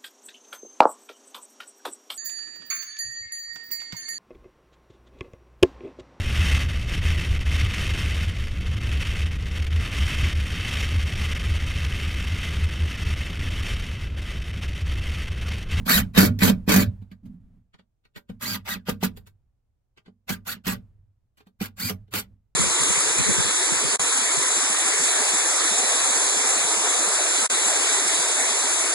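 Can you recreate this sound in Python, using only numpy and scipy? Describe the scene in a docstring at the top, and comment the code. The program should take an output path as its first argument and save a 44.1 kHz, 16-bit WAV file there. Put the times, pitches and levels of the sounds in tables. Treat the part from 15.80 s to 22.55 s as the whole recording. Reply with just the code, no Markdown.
"""A cordless impact driver runs screws through a metal frame into the wall of a small wooden hut.
Four loud pulls come first: motor tones whine up and down with rotor speed, gears and bit rattle as
chattering noise, the hammer strikes as noise bursts and the board wall booms in its modes.
Knocks of the bit and soft low rubbing come in the pauses before ten weaker pulls in groups of four, three
and three, each group with its own echoes; floor rumble and faint air noise run throughout."""
import sys
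import numpy as np
from scipy import signal
from scipy.fft import rfft, irfft
from scipy.io import wavfile
from scipy.ndimage import uniform_filter1d

SR = 44100
rng = np.random.default_rng(int(sys.argv[2]) if len(sys.argv) > 2 else 0)


def wrap_up_sound(samples):
    """Save the sound to the file named by the first command line argument, as 16-bit audio."""
    columns = np.atleast_2d(samples).T
    # keep every value between -1 and 1, then stretch to whole-number steps
    tamed = np.clip(columns, -1, 1)
    steps = np.round(tamed * 32767).astype(np.int16)
    wavfile.write(sys.argv[1], SR, steps)


N = 297675  # 6.75 s
T = np.arange(N) / SR


def amp(db):
    """Decibels to gain."""
    return 10 ** (np.asarray(db) / 20)


def unit(x):
    """Scales to rms 1."""
    return x / np.sqrt(np.mean(x ** 2) + 1e-20)


def read(points, hz):
    """Reads a (Hz, value) table on a log-frequency axis."""
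    point_hz, value = np.transpose(points)
    return np.interp(np.log(hz + 1), np.log(point_hz + 1), value)


def colour(x, points):
    """Minimum-phase filter of the given spectrum: clicks keep their sharp front."""
    hz = abs(np.fft.fftfreq(4096, 1 / SR))
    log_gain = np.log(amp(np.maximum(read(points, hz), -90)))
    taps = np.fft.ifft(np.exp(np.conj(signal.hilbert(log_gain)))).real[:2048]
    return signal.oaconvolve(x, taps / np.linalg.norm(taps))[:len(x)]


def wander(max_hz):
    """Low-passed noise of rms 1."""
    spectrum = rfft(rng.standard_normal(N)) * (np.fft.rfftfreq(N, 1 / SR) < max_hz)
    return unit(irfft(spectrum, N))


def patchy(x, db):
    """Shifting contacts favour a few hundred hertz here and there, for some hundredths of a second."""
    z = signal.stft(x, nperseg=512, noverlap=384)[2]
    field = uniform_filter1d(rng.standard_normal(z.shape), size=4, axis=0)
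    field = uniform_filter1d(field, size=8, axis=1)
    return unit(signal.istft(z * amp(db * unit(field)), nperseg=512, noverlap=384)[1][:N])


def strikes(times_s, levels_db, decay_s, rise_s):
    """Bursts of contact noise: exponential rise before the peak, exponential decay after."""
    lead = 2000  # samples before the peak
    out, t = np.zeros(N + 8000), np.arange(-lead, 4000) / SR
    shape = np.exp(np.minimum(t / rise_s, -t / decay_s))
    for time_s, level_db in zip(times_s, levels_db):
        burst = amp(level_db) * shape * rng.standard_normal(len(t))
        out[int(time_s * SR) - lead:][:len(t)] += burst
    return out[:N]


def swell(start_s, length_s, rise_s, fade_db_per_s):
    """Linear rise, hold to the end of the length, then a fade at a constant dB rate."""
    rise = np.clip((T - start_s) / rise_s, 0, 1)
    return rise * amp(-fade_db_per_s * np.maximum(T - start_s - length_s, 0))


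def pan(left_db):
    """Gains of the two channels, left against right."""
    return amp(np.array([[left_db / 2], [-left_db / 2]]))


# Trigger pulls. Each row: start in seconds, time to bite in seconds, run-up in seconds, trigger held in
# seconds, time under load in seconds, nominal top speed in rev/s, whine against rattle in dB, gear rattle in
# dB, bit scrape in dB, wall shaking in dB, sag after the bite in dB/s (negative: growth), run-up ease
# exponent (1 brisk, 3 hesitant). Layer levels are relative.
PULLS = [(.05, 0.043, .102, .103, .14, 325.9, 2, -21, -20.5, -25, 24, 1.6),
         (.333, 0.045, .055, .085, .13, 395, -14, -21, -21.5, -13.5, 81.5, 1.5),
         (.586, 0.04, .064, .08, .11, 370, -19, -24, -24.5, -14, 44.5, 1.5),
         (.862, 0.029, .068, .13, .16, 400.2, -22, -23, -25, -16.5, 42.5, 1.5),
         (2.592, 0.031, .096, .133, .16, 398, 2, -34.5, -34, -34.5, -1.5, 1.3),
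         (2.842, 0.046, .072, .074, 0.096, 324.7, 3, -32.5, -35.5, -38.5, -3, 3),
         (3.05, 0.039, .04, .045, 0.046, 279.9, -12.5, -31.5, -36, -26, 113, 1.5),
         (3.197, 0.045, .04, .055, 0.055, 300, -17.5, -31.5, -30.5, -25.5, 158.5, 1.5),
         (4.465, 0.03, .062, .068, 0.074, 274.1, -5, -32.5, -32.5, -30, 202, 1.5),
         (4.645, 0.028, .08, .08, 0.08, 320.2, -4, -35, -35, -42, -1, 1.5),
         (4.836, 0.04, .047, .08, 0.093, 280, -15.5, -29, -30.5, -25.5, 132.5, 1.5),
         (5.786, 0.027, .064, .066, 0.074, 274.8, -7.5, -35, -36.5, -34.5, 176, 1.5),
         (5.958, .041, .09, .113, .13, 401, 6.5, -37.5, -34, -36.5, -52.5, 1.2),
         (6.307, 0.047, .066, .08, 0.091, 399.3, -20.5, -30, -28, -36.5, 124, 1.5)]
GEAR_COLUMN, SCRAPE_COLUMN, SHAKE_COLUMN = 7, 8, 9
BRAKE_S, BRAKE_SHARE, COAST_S = .028, .45, .2  # braked share of the speed; time constant of the coasting


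def rotor():
    """Rotor speed in rev/s and whine share: eases up, holds, is braked on release and coasts."""
    speed, whine = np.zeros(N), np.zeros(N)
    for start, _, run_up, held, _, revs, whine_db, *_, ease in PULLS:
        on = slice(int(start * SR), int(start * SR) + SR // 2)
        t = T[on] - start
        rise = np.sin(np.pi / 2 * np.clip(t / run_up, 0, 1)) ** ease
        braked = 1 - 1 / (1 + (np.maximum(t - held, 0) / BRAKE_S) ** 3)
        coast = np.exp(-np.maximum(t - held - BRAKE_S, 0) / COAST_S)
        fall = (1 - BRAKE_SHARE * braked) * coast
        speed[on] = revs * rise * fall
        whine[on] = amp(whine_db) * np.sqrt(rise) * fall ** 2
    return speed, whine


START_S = 0.019  # linear fade-in of each pull


def effort(shape, column):
    """Gain of one layer over all pulls: climbs until the bit bites, sags as the screw turns in, fades."""
    rise_db, bend, delay, sag_share, fade = shape
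    gain = np.zeros(N)
    for row in PULLS:
        start, bite, _, _, loaded, *_, sag, _ = row
        span = slice(int(start * SR), int(start * SR) + SR // 2)
        t = T[span] - start - delay
        climb_db = rise_db * np.maximum(1 - t / bite, 0) ** bend
        sag_db = sag_share * sag * np.maximum(np.minimum(t, loaded) - bite, 0)
        fade_db = fade * np.maximum(t - loaded, 0)
        fade_in = np.clip((T[span] - start) / START_S, 0, 1)
        gain[span] += amp(row[column] - climb_db - sag_db - fade_db) * fade_in
    return gain


# Motor tones, six magnetic pulls a turn. Each row: multiple of rotor speed, level in dB.
ORDERS = [(4, -8), (6, 2), (8, -7), (10, -12), (12, 1.5), (18, -9)]
# Radiation of the tool housing. Each row: frequency in Hz, gain in dB.
HOUSING = [(400, -26), (900, -12), (1250, -1.5), (1550, -0.5), (2000, -2.5), (2450, -5.5), (3000, -7),
           (3900, -1), (4700, 2.5), (5800, -10), (7200, -1), (10000, -4)]
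# Gear rattle spectrum. Each row: frequency in Hz, density in dB per Hz.
GEARS = [(150, -21.5), (440, -9), (790, -5.5), (1200, -2.5), (1550, -3), (2400, -3.5), (3000, -4),
         (3600, -4), (4400, -9), (5500, -14.5), (7500, -32), (11000, -67.5)]
# Steel spectrum of bit scrape and knock ticks. Each row: frequency in Hz, density in dB per Hz.
STEEL = [(2650, -27), (4500, 1), (5250, -9.5), (5710, -7.5), (7490, -4.5), (8830, -7), (9820, -10.5),
         (11600, 0), (14500, 0.5), (15300, -5), (16000, -9.5)]
# Layer envelopes. Each: rise up to the bite in dB, bend of the rise (over 1 early, under 1 late), delay in
# seconds, share of the sag, fade after load in dB/s.
GEAR_SHAPE = (25, 1.7, 0.0054, 1.2, 575)
WHINE_SHAPE = (31, 1.3, .003, 0.46, 380)
SCRAPE_SHAPE = (29, 0.85, .002, 0.66, 800)


def rattle(contacts_per_s, once_a_turn, jolts, chatter=0.77, grain_db=3.5, patch_db=3.2):
    """Many tiny contacts of random size and sign, weighted more heavily once a turn."""
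    sizes = amp(grain_db * np.minimum(rng.exponential(1, N), 4)) * rng.choice([-1., 1.], N)
    contacts = sizes * (rng.random(N) < contacts_per_s / SR)
    return patchy(contacts * (1 + chatter * once_a_turn) * jolts, patch_db)


def driver(jolt_db=0.17, grab_db=0.93, waver=.009, flutter=.4, throb=.3):
    """Motor tones at multiples of rotor speed over gear teeth and a bit that chatter once a turn."""
    speed, share = rotor()
    turns = np.cumsum(speed * (1 + waver * wander(300))) / SR
    once_a_turn = np.cos(2 * np.pi * turns)
    jolts = amp(jolt_db * wander(140))
    balance = np.sqrt(1 + share ** 2)  # splits power between whine and gears

    tones = np.zeros(N, complex)
    for k, db in ORDERS:
        level = amp(db + read(HOUSING, k * speed)) * (1 + flutter * wander(170))
        tones += level * np.exp(2j * np.pi * k * turns)
    direct = share * tones * (1 + throb * once_a_turn) / balance
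    # the whine reaches the two microphones a quarter cycle apart
    whine = np.array([direct.real, direct.imag])
    whine = whine + amp(-4) * hut(direct.real, wet_db=-1, ring_db=-24)

    teeth = colour(rattle(7000, once_a_turn, jolts), GEARS) / balance
    gears = hut(amp(-1.0) * teeth, wet_db=-1.0, ring_db=-14.5)
    bit = colour(rattle(6000, once_a_turn, jolts), STEEL)
    scrape = hut(amp(1.5) * bit, wet_db=2, ring_db=-30.5)

    sound = effort(GEAR_SHAPE, GEAR_COLUMN) * gears
    sound = sound + effort(WHINE_SHAPE, GEAR_COLUMN) * whine
    sound = sound + effort(SCRAPE_SHAPE, SCRAPE_COLUMN) * scrape
    # the bit grabs and lets go in the screw head
    return sound * amp(grab_db * wander(140))


# Hammer blows and slips of the bit. Each row: time in seconds, crack in dB, clunk of the stud in dB, push on
# the wall in dB, all relative.
BLOWS = [(.065, -27, -32, -23.5), (.377, -4, -16.5, -4), (.387, -2, -20, -12), (0.4075, -6, -21.5, -25),
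         (.429, -15, -14, -11.5), (0.5896, -23, -38, -34.5), (0.6211, -27, -28.5, -8),
         (0.6319, -3.5, -20.5, -9.5), (.652, -6, -27.5, -31), (.6768, -10, -17, -13),
         (.697, -19, -21.5, -17.5), (.878, -33, -22, -11.5), (0.8923, -9.5, -15, -9),
         (0.9197, -4.5, -20, -23), (0.9401, -4.5, -18.5, -14), (0.9614, -3, -19, -9),
         (0.9818, -27, -17.5, -11), (1.0137, -17, -21.5, -23.5), (3.0855, -31, -23, -15),
         (3.0931, -12.5, -25, -34), (3.2284, -20, -19, -18.5), (3.234, -12, -24, -23),
         (4.4931, -15, -33.5, -43.5), (4.5025, -16.5, -29, -20), (4.8678, -16, -29, -22.5),
         (4.8778, -14.5, -31.5, -24), (4.932, -28.5, -37, -28.5), (5.811, -28, -24.5, -20),
         (6.0957, -11, -29.5, -29), (6.106, -27.5, -27, -27), (6.337, -10, -26.5, -31),
         (6.3901, -22.5, -37, -42)]
# Crack spectrum. Each row: frequency in Hz, density in dB per Hz.
CRACK = [(250, -21), (450, -5), (800, -3), (2000, 0), (5000, -5), (9500, -9), (12500, -0.5), (16000, -7)]


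def hammer():
    """Steel blows pass down the bit into screw and frame: millisecond noise bursts."""
    times, crack_db, _, _ = np.transpose(BLOWS)
    cracks = colour(strikes(times, crack_db, decay_s=0.0015, rise_s=0.00013), CRACK)
    return amp(-2.5) * hut(cracks, wet_db=-1.5, ring_db=-12.0)


# Modes of the metal frame and the boards round it. Each row: frequency in Hz, level in dB, t60 in seconds.
FRAME = [(339, -6, .26), (421, 1, .19), (468, -2, .22), (574, 2, .18), (628, -1, .2), (795, -1, .16),
         (974, -1, .15), (1203, 0, .13), (1428, 0, .13), (1556, 1, .13), (1896, -1, .1), (2252, 0, .09),
         (2395, -1, .07)]


def frame_ring():
    """Impulse response of the frame modes from one spot: random phases, exponential decays."""
    t = T[:SR // 3]
    ring = np.zeros(len(t))
    for hz, db, t60 in FRAME:
        ring += amp(db - 60 * t / t60) * np.sin(2 * np.pi * (hz * t + rng.random()))
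    return unit(ring)


# Grinding envelope: columns as the layer envelopes above; a negative share turns sag into growth.
GRIND_SHAPE = (30.5, 0.8, 0, -0.33, 699.5)
# Push of the thread on the frame. Each row: frequency in Hz, density in dB per Hz.
GRIND = [(300, 0), (600, -1.5), (1200, -1), (2400, -4), (4000, -9.5)]


def frame(grind_db=-27):
    """The thread grinding under load sets the frame ringing; the low modes outlast the pull."""
    grind = effort(GRIND_SHAPE, SHAKE_COLUMN) * colour(rng.standard_normal(N), GRIND)
    rings = np.array([frame_ring(), frame_ring()])
    rings = rings / np.linalg.norm(rings[0])
    return signal.oaconvolve(amp(grind_db) * grind[None], rings, axes=1)[:, :N]


# Bit and tool against screw and frame. Each row: nominal time in seconds, knock in dB, bright tick in dB,
# clunk of the stud in dB, push on the wall in dB, all relative.
KNOCKS = [(1.22, -59, -70.5, -55, -39), (1.315, -50, -65, -52.5, -36.5), (1.458, -58, -62.5, -55, -38),
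          (1.939, -53, -85, -58, -61.5), (1.991, -55.5, -86.5, -54, -52), (2.25, -56.5, -78, -69.5, -71.5),
          (2.359, -39.5, -56, -50.5, -55), (2.372, -42.5, -50.5, -49, -49), (2.495, -45, -59, -40, -26),
          (2.958, -46, -71, -40, -29), (3.369, -46.5, -50.5, -46.5, -49.5), (3.469, -48, -54, -61.5, -68.5),
          (4.175, -47.5, -72, -62.5, -66), (4.261, -51, -86, -60, -59.5), (4.278, -61.5, -90.5, -47.5, -40),
          (4.764, -56.5, -73.5, -47, -37), (5.577, -51.5, -56.5, -71.5, -75.5), (5.601, -49, -67, -54, -66),
          (5.667, -58.5, -70.5, -55, -48.5), (6.279, -65, -83.5, -66, -63)]
# Dull knock spectrum. Each row: frequency in Hz, density in dB per Hz.
KNOCK = [(200, 12.5), (500, -6), (1300, -0.5), (2400, -0.5), (3000, 0), (4200, -3), (5500, -15),
         (10000, -24), (16000, -41)]


def knocks(rise_s=.0045, grit_db=6):
    """The bit skips onto the screw head: a dull, gritty noise burst and a small bright tick."""
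    times, knock_db, tick_db, _, _ = np.transpose(KNOCKS)
    dull = colour(strikes(times + .002, knock_db, decay_s=0.0042, rise_s=rise_s), KNOCK)
    bright = colour(strikes(times + 0.0033, tick_db, decay_s=0.0012, rise_s=rise_s), STEEL)
    grit = amp(grit_db * np.clip(wander(300), -2, 1))
    return hut((amp(1.5) * dull + amp(5) * bright) * grit, wet_db=0, ring_db=-16)


# Woody clunk of the stud behind the screw. Each row: frequency in Hz, density in dB per Hz.
STUD = [(150, -19), (240, -2.5), (290, 1), (350, -6.5), (420, 0.5), (560, -8), (800, -11), (1500, -29),
        (4000, -72)]


def stud(knock_db=0.5, knock_delay_s=0.00385):
    """Each blow and each knock clunks the timber behind the screw: short, low noise bursts."""
    hits = [(row[0], row[2]) for row in BLOWS]
    hits += [(row[0] + knock_delay_s, row[3] + knock_db) for row in KNOCKS]
    times, db = np.transpose(hits)
    clunk = colour(strikes(times, db, decay_s=0.0061, rise_s=0.00056), STUD)
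    # half of its power reaches both microphones directly
    return (clunk + hut(clunk, wet_db=2.0, ring_db=-23)) / np.sqrt(2)


# Modes of the board wall. Each row: frequency in Hz, level in dB, t60 in seconds (nominal, before onset).
WALL = [(98.32, -12, .75), (143, -14, 0.18), (193.7, 7.5, 0.099), (189.5, -4.5, 0.26), (212.1, -11.5, .34),
        (234.8, -5, 0.27), (245, -14.5, .14)]
# Radiation of the shaken boards. Each row: frequency in Hz, density in dB per Hz.
BOARDS = [(45, -29), (80, -19), (99, -7), (120, -10.5), (160, -20), (186, 4.5), (215, -2), (255, -3),
          (305, -27), (470, -21.5), (680, -36), (1000, -48), (3000, -81)]
# Shaking envelope: columns as the layer envelopes above.
SHAKE_SHAPE = (30, 0.44, .002, 1.0, 256)
# Boards settling after a pull: level at no shaking in dB, share of the shaking level, fade in dB/s.
BOARD_SETTLE = (-30.5, .8, 180)


def wall(blow_db=-7, knock_db=-6, thud_db=-5, shake_db=-7, drone_db=-5, hum_db=-4):
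    """Hits thud and ring the board modes; the running tool makes them tremble and a low hum lingers."""
    t = T[:SR * 2 // 3]
    ring = sum(amp(db - 60 * t / t60) * np.sin(2 * np.pi * hz * t) for hz, db, t60 in WALL)
    ring = ring * (1 - np.exp(-t / 0.0042))  # the sheet takes a cycle to swing up

    hits = [(row[0], row[-1] + blow_db) for row in BLOWS]
    hits += [(row[0], row[-1] + knock_db) for row in KNOCKS]
    times, db = np.transpose(hits)
    push = np.zeros(N)
    push[(times * SR).astype(int)] = amp(db)
    boom = signal.oaconvolve(push, ring)[:N]

    # the pressing hand damps the modes while it shakes them
    tremble = signal.oaconvolve(rng.standard_normal(N), ring * np.exp(-t / 0.04))[:N]
    tremble /= np.sqrt(abs(uniform_filter1d(tremble ** 2, size=1500)) + 1e-9)  # levelled
    shaking = effort(SHAKE_SHAPE, SHAKE_COLUMN)
    # the tails and the soft rubbing hold only the low modes
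    low_modes = signal.butter(4, [110, 270], "band", fs=SR, output="sos")
    hum = unit(signal.sosfilt(low_modes, tremble))
    drone = amp(drone_db) * shaking * tremble
    drone = drone + amp(hum_db) * stirring(BOARD_SETTLE, STIR_BOARD_COLUMN) * hum

    def shaken_boards():
        """Broad noise of shaking and thuds."""
        shake = amp(shake_db) * shaking * rng.standard_normal(N)
        thuds = amp(thud_db) * strikes(times, db, decay_s=0.011, rise_s=0.0014)
        return colour(shake + thuds, BOARDS)

    shared, left, right = (shaken_boards() for _ in range(3))
    # the long waves reach both microphones alike, the shorter ones do not
    apart = signal.lfilter(*signal.butter(2, 270, "high", fs=SR), np.array([left, right]))
    return (boom + drone + shared + amp(4.5) * apart) * pan(-2.2)


# Low stirring of boards and floor: ringing tails of loud pulls, and rubbing in the pauses. 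Each row: start
# in seconds, length in seconds, boards in dB, floor rumble in dB, all levels relative.
STIRS = [(-.02, 0.013, -29.5, -28.5), (0.137, 0.098, -25.5, -30), (0.461, 0.04, -19, -42),
         (0.714, 0.025, -23, -38.5), (1.427, .12, -39, -50.5), (1.596, 0.18, -54.5, -56),
         (2.503, 0.045, -48.5, -51.5), (2.79, 0.22, -62.5, -52), (3.327, 0.085, -54.5, -49.5),
         (6.159, 0.06, -58, -52.5), (6.456, 0.065, -56, -55)]
STIR_BOARD_COLUMN, STIR_FLOOR_COLUMN = 2, 3
STIR_RISE_S, STIR_FADE_DB_PER_S = 0.0081, 196.5


def stirring(settle, column):
    """Gain of the low stirring of boards or floor: the strongest of the settling pulls and the table rows."""
    base_db, share, fade = settle
    gains = []
    for row in PULLS:
        start, bite, _, _, loaded, *_ = row
        level = amp(base_db + share * row[SHAKE_COLUMN])
        gains.append(level * swell(start, loaded, bite, fade))
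    for row in STIRS:
        gains.append(amp(row[column]) * swell(row[0], row[1], STIR_RISE_S, STIR_FADE_DB_PER_S))
    return np.max(gains, axis=0)


# Sway of the sheet under the push of the arm. Each row: start in seconds, length in seconds, level in dB.
SWAYS = [(0.168, 0.039, -28.5), (0.44, 0.074, -26.5), (1.018, 0.069, -26.5), (4.867, 0.061, -35),
         (5.179, 0.024, -52.5), (2.646, 0.16, -45), (6.039, 0.09, -34.5), (6.313, 0.058, -42)]
SWAY_BAND_HZ = (92.7, 111.3)


def sway(rise_s=0.017, fade_db_per_s=170):
    """Deep flutter of the whole sheet in its lowest mode: narrow-band noise while the arm leans on it."""
    band = signal.butter(2, SWAY_BAND_HZ, "band", fs=SR, output="sos")
    flutter = unit(signal.sosfilt(band, rng.standard_normal(N)))
    gain = sum(amp(db) * swell(start, length, rise_s, fade_db_per_s) for start, length, db in SWAYS)
    return gain * flutter * pan(-2)


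# Floor rumble spectrum. Each row: frequency in Hz, density in dB per Hz.
RUMBLE = [(12, -10), (40, -1.5), (75, -4), (115, -4.5), (170, -20), (300, -30), (6000, -61)]
# Floor settling after a pull: level at no shaking in dB, share of the shaking level, fade in dB/s.
FLOOR_SETTLE = (-21, 1, 61.5)
# Air noise spectrum. Each row: frequency in Hz, density in dB per Hz.
AIR = [(100, -4), (600, -11.5), (1800, -26), (16000, -33.5)]
FLOOR_DB, AIR_DB = -74.5, -85  # floor at rest, air


def background():
    """Low noise rumble of the floor, raised by the stirring, and very quiet air noise."""
    shared, left, right = (colour(rng.standard_normal(N), RUMBLE) for _ in range(3))
    level = amp(FLOOR_DB) + stirring(FLOOR_SETTLE, STIR_FLOOR_COLUMN)
    rumble = level * (shared + 0.49 * np.array([left, right]))
    air = np.array([colour(rng.standard_normal(N), AIR) for _ in range(2)])
    return rumble * pan(-.4) + amp(AIR_DB) * air


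# Decay of the hut. Each row: frequency in Hz, t60 in seconds.
HUT = [(200, 0.071), (700, 0.11), (2000, 0.082), (5000, 0.082), (15000, 0.092)]
COLOUR_OCTAVES = 0.15  # width of a screw's pitch colour


def echoes(wet_db, ring_db, colours):
    """Echo cluster off the close boards, a short tail and the frame's ring, in the colour of one screw."""
    size = SR // 3
    taps, near = np.zeros(size), np.zeros(size)
    # one echo of random sign in every 12 samples
    at = np.arange(120, size - 12, 12)
    taps[at + rng.integers(0, 12, len(at))] = rng.choice([-1., 1.], len(at))
    hz, t, z = signal.stft(taps, SR, nperseg=256)
    tail = signal.istft(z * amp(-60 * t / read(HUT, hz)[:, None]), SR)[1][:size]
    near_at = np.arange(0, 240, 12) + rng.integers(0, 12, 20)
    near[near_at] = rng.choice([-1., 1.], 20) * np.geomspace(1, .25, 20)
    response = unit(near) + amp(wet_db) * unit(tail)
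    # the echoes ripple the spectrum only finely; the broad shape belongs to the screw
    spectrum, hz = np.fft.fft(response), abs(np.fft.fftfreq(size, 1 / SR))
    broad = np.sqrt(uniform_filter1d(abs(spectrum) ** 2, size=130, mode="wrap"))
    shape_db = np.zeros(size)
    for centre, db in colours:
        shape_db += db * np.exp(-(np.log2((hz + 1) / centre) / COLOUR_OCTAVES) ** 2)
    causal = np.exp(np.conj(signal.hilbert(np.log(amp(shape_db) / broad))))
    coloured = unit(np.fft.ifft(spectrum * causal).real)
    return (coloured + amp(ring_db) * frame_ring()) / np.sqrt(size)


# Times in seconds at which the tool moves on to another screw, and so to other echoes.
MOVES = [1.85, 4.0, 5.4]
# Pitches favoured or swallowed by the part of the frame a screw bears on. Each row, one a screw: pairs of
# frequency in Hz, gain in dB.
SCREW_COLOURS = [
    [(1550, 1.5), (2380, 2), (2850, -3)],
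    [(430, -0.5), (650, -13.5), (1400, 3)],
    [(680, -2), (820, 3.5), (1520, 2.5)],
    [(420, -0.5), (810, -2), (1300, -0.5)],
]


def hut(x, wet_db, ring_db):
    """Convolves with echoes that differ at each microphone and for each screw."""
    out = np.zeros((2, N + SR))
    edges = [0] + [int(s * SR) for s in MOVES] + [N]
    for a, b, colours in zip(edges, edges[1:], SCREW_COLOURS):
        for ear in range(2):
            heard = signal.fftconvolve(x[a:b], echoes(wet_db, ring_db, colours))
            out[ear, a:a + len(heard)] += heard
    return out[:, :N]


def scene():
    """Everything heard inside the hut."""
    return driver() + frame() + hammer() + stud() + knocks() + wall() + sway() + background()


# Shading of the left microphone. Each row: frequency in Hz, gain against the right in dB.
SHADE = [(300, -1), (500, -1.5), (2000, 0.5), (4500, -1.5), (7000, 2.5), (16000, -11)]
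EDGE_HZ = 16150


def record(dry):
    """The shaded left microphone, the full-scale limit and the band edge."""
    shade = amp(read(SHADE, np.fft.rfftfreq(N, 1 / SR)))
    heard = np.array([irfft(rfft(dry[0]) * shade, N), dry[1]])
    edge = signal.firwin(401, EDGE_HZ, window=("kaiser", 9), fs=SR)
    return signal.oaconvolve(np.clip(heard, -1, 1), edge[None], "same")


dry = scene()
out = record(dry)
wrap_up_sound(out)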